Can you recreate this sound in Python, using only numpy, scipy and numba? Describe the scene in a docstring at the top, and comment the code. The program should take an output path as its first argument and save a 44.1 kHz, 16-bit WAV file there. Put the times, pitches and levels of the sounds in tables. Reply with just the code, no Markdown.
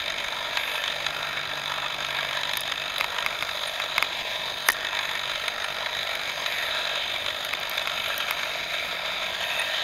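"""A small motorised model vehicle creeps over stony ground in a field, with the microphone riding on it.
From the start, loose plastic gear teeth rattle the housing, harder once a gear turn, and tick when the
drive runs free. Grit cracks, a tyre scrapes once a wheel turn, and a far engine hums faintly. From 3 s
the chassis knocks over bumps, and at 4.7 s a wheel drops on a stone with a clack. Just after 7 s come
loose grit and more bumps. Near the end the far engine rises in pitch and fades."""
import sys
import numpy as np
from scipy import signal
from scipy.io import wavfile
from scipy.ndimage import uniform_filter1d
from numba import njit

SR = 44100
rng = np.random.default_rng(int(sys.argv[2]) if len(sys.argv) > 2 else 0)


def put_to_file(sound):
    """Save the sound as 16-bit audio at rate SR, in the file named by the first command-line argument."""
    columns = np.atleast_2d(sound).T  # one column per channel
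    safe = np.clip(columns, -1, 1)
    whole_steps = np.round(safe * 32767)
    wavfile.write(sys.argv[1], SR, whole_steps.astype(np.int16))


N = 433503
T = np.arange(N) / SR

# The far engine. Each row: time in seconds, firing rate in Hz, level in dB.
ENGINE_COURSE = [(0, 73, -64), (.6, 73, -62), (1.1, 73.1, -52.5), (1.7, 72.2, -51), (2.8, 72.3, -58),
                 (3.4, 72.3, -64.5), (6.5, 73.1, -61), (7.4, 71.4, -70), (8.2, 72.8, -57),
                 (8.85, 84.6, -57.5), (9.1, 92.1, -59), (9.4, 96.3, -73)]
# The tones in its hum. Each row: multiple of the firing rate, relative level in dB.
ENGINE_TONES = [(1, -12), (2, 0.5), (3, -10), (4, -7.5)]

# A mode is a pitch at which something likes to ring. In the next seven tables,
# each row: pitch in Hz, width in Hz, relative level in dB.
RUMBLE_MODES = [(30, 68, -2), (75, 145, -1), (193, 250, -2.5), (385, 235, -1.5)]  # the rolling chassis
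GRIT_MODES = [(8650, 1400, -4), (11500, 1170, 0.5), (12930, 740, -2.5), (15300, 1500, -8)]  # grit hissing under the wheels
CHASSIS_MODES = [(944, 730, -5.5), (1280, 840, -0.5), (2157, 220, 5.5), (2490, 320, 3.5), (3430, 600, -8.5),
                 (4850, 770, -9.5), (7200, 3000, -26), (9820, 940, -19.5), (12600, 2100, -19)]  # the chassis when it is knocked
STONE_MODES = [(347, 510, -22), (1170, 1040, -6), (1830, 160, 3.5), (2020, 390, -4), (3600, 1500, -20),
               (4830, 420, -10.5), (6100, 4900, -26)]  # a wheel dropping on a stone
PANEL_MODES = [(483.7, 76, -7), (583, 28.5, 2), (628.4, 64, 0.5), (676.6, 142, 0)]  # the housing's large, low-pitched panel
GEAR_MODES = [(3656, 52, 2.5), (6370, 45, -8.5)]  # the long-ringing gear wheels
HOUSING_MODES = [(824, 114, -8), (971, 184, -2.5), (1128, 260, -9), (1348, 275, -1.5), (1622, 103, 1.5),
                 (1756, 134, -2.5), (1846, 243, 0.5), (2271, 420, 1), (2587, 198, -0.5), (3110, 445, -0.5),
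                 (3460, 360, 0.5), (3664, 243, 3.5), (3899, 304, 2.5), (4300, 790, -15), (4776, 930, -13),
                 (5740, 2100, -21.5), (6440, 350, -12.5), (6780, 440, -15), (7380, 380, -20.5),
                 (8740, 6000, -28)]  # the gearbox housing

# Tiny axle squeaks. Each row: start in seconds, peak level in dB.
AXLE_SQUEAKS = [(0.735, -41), (3.668, -33), (4.17, -47), (5.635, -40), (9.59, -29.5)]
# One tyre scrape per wheel turn. Each row: start in seconds, extra gear grind in dB, hiss level in dB.
TYRE_SCRAPES = [(.57, 2, -49), (2.05, 1, -60), (3.52, 0.5, -53.5), (5.0, 0.6, -55), (6.46, 5, -48.5),
                (7.95, 3, -53), (9.43, 1.9, -52)]
# Grit cracking under a wheel. Each row: start in seconds, peak level in dB, pitch in Hz.
GRIT_CRACKS = [(2.5346, -26, 10700), (2.5712, -13.5, 11250), (2.6065, -19, 11700), (2.9826, -24, 12000),
               (4.6861, -6, 11500), (4.7024, -12, 11300), (4.7187, -15, 11600), (4.7264, -21, 8580),
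               (4.7325, -23, 7000), (5.4804, -24, 9350), (6.152, -27, 11900), (7.448, -21, 11700),
               (7.5986, -30, 13000), (7.6954, -18.5, 12800), (7.7742, -25, 11600), (8.1788, -17.5, 12700),
               (8.308, -16, 12600)]
# The chassis knocking on bumps. Each row: start in seconds, peak level in dB.
BUMP_KNOCKS = [(2.99, -22), (3.0095, -7.5), (3.0432, -14), (3.2625, -8), (3.4246, -11.5), (3.8, -14.5),
               (3.9805, -5), (4.0253, -5.5), (7.536, -12), (7.8735, -13), (8.3095, -11)]
# A wheel hitting a stone and bouncing. Each row: start in seconds, peak level in dB.
STONE_CLACKS = [(4.6878, 3), (4.7, -5)]
# The motor's thin whine. Each row: multiple of the throbbing gear's speed, relative level in dB.
WHINE_TONES = [(98, 6), (100, 10.5), (102, 1)]
# Gear teeth that catch and snap on. Each row: start in seconds, relative peak level in dB.
TOOTH_SNAPS = [(.5707, -11.5), (.838, -15.5), (.8774, -15), (1.0645, -13), (1.228, -19), (1.718, -18.5),
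               (2.0467, -18.5), (2.4329, -17.5), (2.5341, -15.5), (2.6763, -18), (2.5696, -16.5),
               (2.7192, -11.5), (3.1837, -16.5), (4.8468, -19.5), (4.9668, -23), (4.9895, -15),
               (5.4804, -14.5), (5.6426, -17), (5.8605, -15.5), (6.4602, -14.5), (6.9546, -18.5),
               (7.2614, -17), (7.2833, -17), (7.448, -17.5), (7.7787, -13.5), (8.4302, -20)]
# The throbbing gear, which slows when the wheels climb. Each row: time in seconds, turns per second.
GEAR_SPEED = [(0, 49.24), (0.55, 48.45), (0.95, 48.88), (1.4, 48.89), (2.45, 49.18), (3.1, 49.17),
              (4.35, 48.27), (4.9, 49.19), (5.5, 49.02), (6.1, 48.95), (6.8, 48.4), (7.6, 49.02),
              (7.9, 49.07), (8.3, 48.25), (9.0, 48.0), (9.83, 48.41)]
# The rattle's slow drift. Each row: time in seconds, then gains in dB for panel, walls and stiff parts.
RATTLE_DRIFT = [(0.0, -0.8, 0, -3.5), (0.95, 1.26, 2, -2), (1.55, -1.3, 4.2, -4), (2.3, 0.5, 2.5, -3),
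                (2.6, -2.5, -0.5, -3.2), (3.2, 0.3, 2.6, -2.6), (4.3, 0.1, -0.3, -0.7),
                (5.2, -1, 3.4, -2.1), (5.9, 0.8, -0.1, -2.3), (6.9, 2, 1.8, -0.5), (7.4, -1, -0.9, -1.7),
                (7.9, 1, 4.5, -1.7), (8.9, 0.6, -1.2, -1.14), (9.83, 1.5, 3.8, 0.8)]

CRUISE_HZ = 48.75  # the throbbing gear's usual turns per second
SCRAPE_ATTACK_S, SCRAPE_HOLD_S = 0.004, 0.21


def undb(db):
    """Turn decibels into a number to multiply by."""
    return 10 ** (np.asarray(db) / 20)


def unit(x):
    """Scale a signal so that its average (rms) level is 1."""
    return x / np.sqrt(np.mean(x ** 2))


def curves(table):
    """Join a table's rows with straight lines: one curve for each column after the time."""
    times, *columns = np.transpose(table)
    return [np.interp(T, times, column) for column in columns]


def wander(rate):
    """A random curve, about 1 in size, that changes course `rate` times a second."""
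    points = rng.standard_normal(int(N / SR * rate) + 2)
    return 1.2 * np.interp(T * rate, np.arange(len(points)), points)


def swell(events, attack_s, hold_s, release_s):
    """Each (start, height) event rises, holds and falls back to zero."""
    corners = np.cumsum([0, attack_s, hold_s, release_s])
    return sum(height * np.interp(T - start, corners, [0, 1, 1, 0]) for start, height in events)


def ring(x, hz, width):
    """Ring one mode by passing the signal twice through a band-pass filter."""
    b, a = signal.iirpeak(min(hz, .45 * SR), hz / width, fs=SR)
    return signal.lfilter(b, a, signal.lfilter(b, a, x + 1e-18))


def clicks(rate, spread_db):
    """Random hits of unequal size, about `rate` a second."""
    hit = rng.random(N) < rate / SR
    return hit * undb(spread_db * rng.standard_normal(N))


def scatter(force, modes):
    """Every hit lands somewhere else, so it feeds each mode by a random amount."""
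    return sum(undb(db) * ring(force * rng.standard_normal(len(force)), hz, width)
               for hz, width, db in modes)


def strike(age, modes):
    """One sharp blow on a body; neighbouring modes swing in opposite directions."""
    blow = 1. * (age == 0)
    return sum((-1) ** k * undb(db) * ring(blow, hz, width) for k, (hz, width, db) in enumerate(modes))


def place(events, sound):
    """Put a short sound at each event's start and peak level; `age` is seconds since that start."""
    age = np.arange(4096) / SR
    out = np.zeros(N + len(age))
    for start_s, db, *rest in events:
        wave, start = sound(age, *rest), int(start_s * SR)
        out[start:start + len(age)] += undb(db) * wave / np.abs(wave).max()
    return out[:N]


def far_engine(waver=0.0042):
    """A distant engine's firing makes a low hum that swells, fades and later climbs in pitch."""
    hz, level_db = curves(ENGINE_COURSE)
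    angle = 2 * np.pi * np.cumsum(hz * (1 + waver * wander(13))) / SR
    hum = sum(undb(db) * np.sin(multiple * angle) for multiple, db in ENGINE_TONES)
    return unit(hum) * undb(level_db + wander(4.9))


def chassis_rumble(level_db=-51, jolt_db=15.5, settle_s=0.014):
    """The rolling chassis rumbles unevenly and thuds when a bump or the stone jolts it."""
    jolts = undb(jolt_db) * place(BUMP_KNOCKS + STONE_CLACKS, lambda age: np.exp(-age / settle_s))
    rumble = unit(scatter(undb(wander(9)), RUMBLE_MODES))
    return rumble * undb(level_db) * np.hypot(1, jolts)


def axle_squeaks(hz=9330, fade_s=0.0104):
    """A dry axle chirps briefly."""
    def chirp(age):
        return ring(rng.standard_normal(len(age)), hz, width=90) * age * np.exp(-(age / fade_s) ** 2)
    return place(AXLE_SQUEAKS, chirp)


def tyre_scrape(angle, hz=11650, width_hz=2200, chatter_db=10, slips_per_gear_turn=3):
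    """Once a wheel turn a tyre sticks and slips, making a thin, chattering hiss."""
    scrapes = [(start, undb(db)) for start, _, db in TYRE_SCRAPES]
    contact = swell(scrapes, SCRAPE_ATTACK_S, SCRAPE_HOLD_S, release_s=.07)
    slips = undb(chatter_db * np.cos(slips_per_gear_turn * angle + 3.7 * wander(12)))
    return unit(scatter(slips, [(hz, width_hz, 0)])) * contact


def grit_hiss(force, start_db=-55.5, rise_db_per_s=0.17, crush_db=19, crush_s=.04):
    """Fine grit crunches as the drive shakes the wheels, and the ground slowly gets grittier."""
    # Grit gives way ever faster just before the wheel drops on the stone.
    stone_s = STONE_CLACKS[0][0]
    surge_db = swell([(stone_s - crush_s, crush_db)], crush_s, hold_s=0, release_s=0.013)
    grains = (clicks(600, spread_db=5) + undb(-11.5)) * force ** 0.41
    hiss = unit(scatter(grains, GRIT_MODES))
    return hiss * undb(start_db + rise_db_per_s * T + surge_db + 1.3 * wander(7))


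def loose_grit(from_s=7.25, to_s=8.75, level_db=-53, cluster_db=4):
    """Small grains crackle in clusters while the wheels cross a loose patch."""
    on_patch = (T > from_s) * (T < to_s)
    grains = clicks(240, spread_db=3.5) * undb(cluster_db * wander(22))
    return unit(scatter(grains, GRIT_MODES[:-1])) * undb(level_db) * on_patch


def grit_cracks(crack_s=0.00088, width_hz=4200):
    """Larger grains give way one at a time, each in a millisecond or two."""
    def crack(age, hz):
        return scatter(age * np.exp(-age / crack_s), [(hz, width_hz, 0), (5500, 4000, -6)])
    return place(GRIT_CRACKS, crack)


def bumps():
    """The chassis knocks on bumps, and a wheel drops on a stone and bounces."""
    knocks = place(BUMP_KNOCKS, lambda age: strike(age, CHASSIS_MODES))
    clacks = place(STONE_CLACKS, lambda age: strike(age, STONE_MODES))
    return knocks + clacks


def motor(angle, stiff_db, whine_db=-52.5, flutter_db=2, ring_db=-48):
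    """The motor whines in step with the gear, and rubbing teeth keep the gear wheels ringing."""
    shaft = angle + 0.032 * wander(9)  # slack lets the shaft run ahead and fall back
    whine = sum(undb(db + flutter_db * wander(20)) * np.sin(multiple * shaft)
                for multiple, db in WHINE_TONES)
    ringing = unit(scatter(np.ones(N), GEAR_MODES)) * undb(ring_db + stiff_db - wander(2.7))
    return unit(whine) * undb(whine_db) + ringing


def panel_chug(angle, drift_db, level_db=-41, depth_db=5):
    """The shaft rubs on the large panel once a turn, making a low, steady chug."""
    chug = scatter(np.ones(N), PANEL_MODES) * undb(depth_db * np.cos(angle + 0.21))
    return unit(chug) * undb(level_db + drift_db)


def gear_ticks(angle, speed, cruise_db=-39.9, db_per_hz=7.5, decay_s=0.0019, tilt_db_per_octave=1.5):
    """The slack in the gear closes with one bright tick a turn, loudest when it runs free."""
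    turn, fraction = np.divmod(angle / (2 * np.pi) + .08, 1)  # just before the gear binds
    age = fraction / speed
    size = undb(rng.uniform(-5, 5, 1000))[turn.astype(int)]
    bright = [(hz, width, db + tilt_db_per_octave * np.log2(hz / 2000))
              for hz, width, db in HOUSING_MODES]
    hard_edge = [(11000, 5000, -26)]
    ticks = scatter(size * np.exp(-age / decay_s), bright + hard_edge)
    return unit(ticks) * undb(cruise_db + db_per_hz * (speed - CRUISE_HZ))


def tooth_snaps(gain_db=2, decay_s=0.0028):
    """A caught tooth lets go in a short burst that rings the housing."""
    return undb(gain_db) * place(TOOTH_SNAPS, lambda age: scatter(np.exp(-age / decay_s), HOUSING_MODES))


def off_centre(angle, gear_turns, swing_db, loudest_at):
    """A slower, off-centre shaft swings the rattle's level in dB, peaking partway through its turn."""
    return swing_db * np.cos(angle / gear_turns - 2 * np.pi * loudest_at)


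def gear_throb(angle, speed, cruise_depth=0.2, depth_per_hz=0.27, uneven_db=0.92):
    """An off-centre gear binds once a turn. Fast and slack, it throbs; under load, it grinds evenly."""
    depth = np.clip(cruise_depth + depth_per_hz * (speed - CRUISE_HZ), 0, 1)
    bind = np.cos(angle) + 0.098 * np.cos(2 * angle) - 0.33 * np.sin(2 * angle)  # fast rise, slow fall
    turn = np.round(angle / (2 * np.pi)).astype(int)
    turn_db = uneven_db * rng.uniform(-2, 2, 1000)[turn]
    force = np.exp(depth * bind) * undb(turn_db * (1 + np.cos(angle) / 2))
    return force / np.sqrt(uniform_filter1d(force ** 2, size=6000))  # keep the average force steady


def gear_rattle(force, wall_db, stiff_db, level_db=-30.5, taps_per_s=2600, wander_db=2.14):
    """Loose teeth chatter into the housing; a scraping tyre makes its middle modes grind harder."""
    grinds = [(start, db) for start, db, _ in TYRE_SCRAPES]
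    grind_db = swell(grinds, SCRAPE_ATTACK_S, SCRAPE_HOLD_S, release_s=0.33)
    mid_db = 0.38 * wall_db + 0.28 * stiff_db + grind_db
    teeth = force * (clicks(taps_per_s, spread_db=2) + undb(-20))  # taps over a little sliding friction
    rattle = 0
    for hz, width, db in HOUSING_MODES:
        band_db = wall_db if hz < 1500 else stiff_db if hz > 2900 else mid_db
        rattle += scatter(teeth, [(hz, width, db)]) * undb(band_db + wander_db * wander(5))
    return unit(rattle) * undb(level_db)


def scene():
    """One set of gears drives everything close by; the engine is far away."""
    speed, = curves(GEAR_SPEED)
    angle = 2 * np.pi * np.cumsum(speed) / SR  # how far the throbbing gear has turned
    idler_gear_db = off_centre(angle, gear_turns=8, swing_db=0.78, loudest_at=0.42)
    road_wheel_db = off_centre(angle, gear_turns=72, swing_db=0.65, loudest_at=0.58)
    panel_db, wall_db, stiff_db = curves(RATTLE_DRIFT)
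    force = gear_throb(angle, speed) * undb(idler_gear_db)
    drive = gear_rattle(force, wall_db, stiff_db + road_wheel_db)
    drive += panel_chug(angle, panel_db + idler_gear_db) + motor(angle, stiff_db) + tooth_snaps()
    ground = bumps() + grit_hiss(force) + loose_grit() + grit_cracks()
    rolling = tyre_scrape(angle) + axle_squeaks() + chassis_rumble()
    return (drive + gear_ticks(angle, speed) + ground + rolling + far_engine())[None]


@njit
def peak_follower(x, release):
    """A level that jumps to each peak and sinks back slowly."""
    out, level = np.empty(len(x)), 0.
    for i in range(len(x)):
        level = max(abs(x[i]), level * release)
        out[i] = level
    return out


def record(dry, notch_hz=7880, ceiling=0.89, release_s=0.11, top_hz=15700):
    """The recorder drops a narrow treble band, turns down after the loudest peaks and cuts the top."""
    notched = signal.lfilter(*signal.iirnotch(notch_hz, 8, fs=SR), dry)
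    peak = peak_follower(notched[0], np.exp(-1 / (release_s * SR)))
    limited = notched * ceiling / np.maximum(peak, ceiling)
    return signal.sosfilt(signal.ellip(10, .2, 70, top_hz, fs=SR, output="sos"), limited)


dry = scene()
out = record(dry)
put_to_file(out)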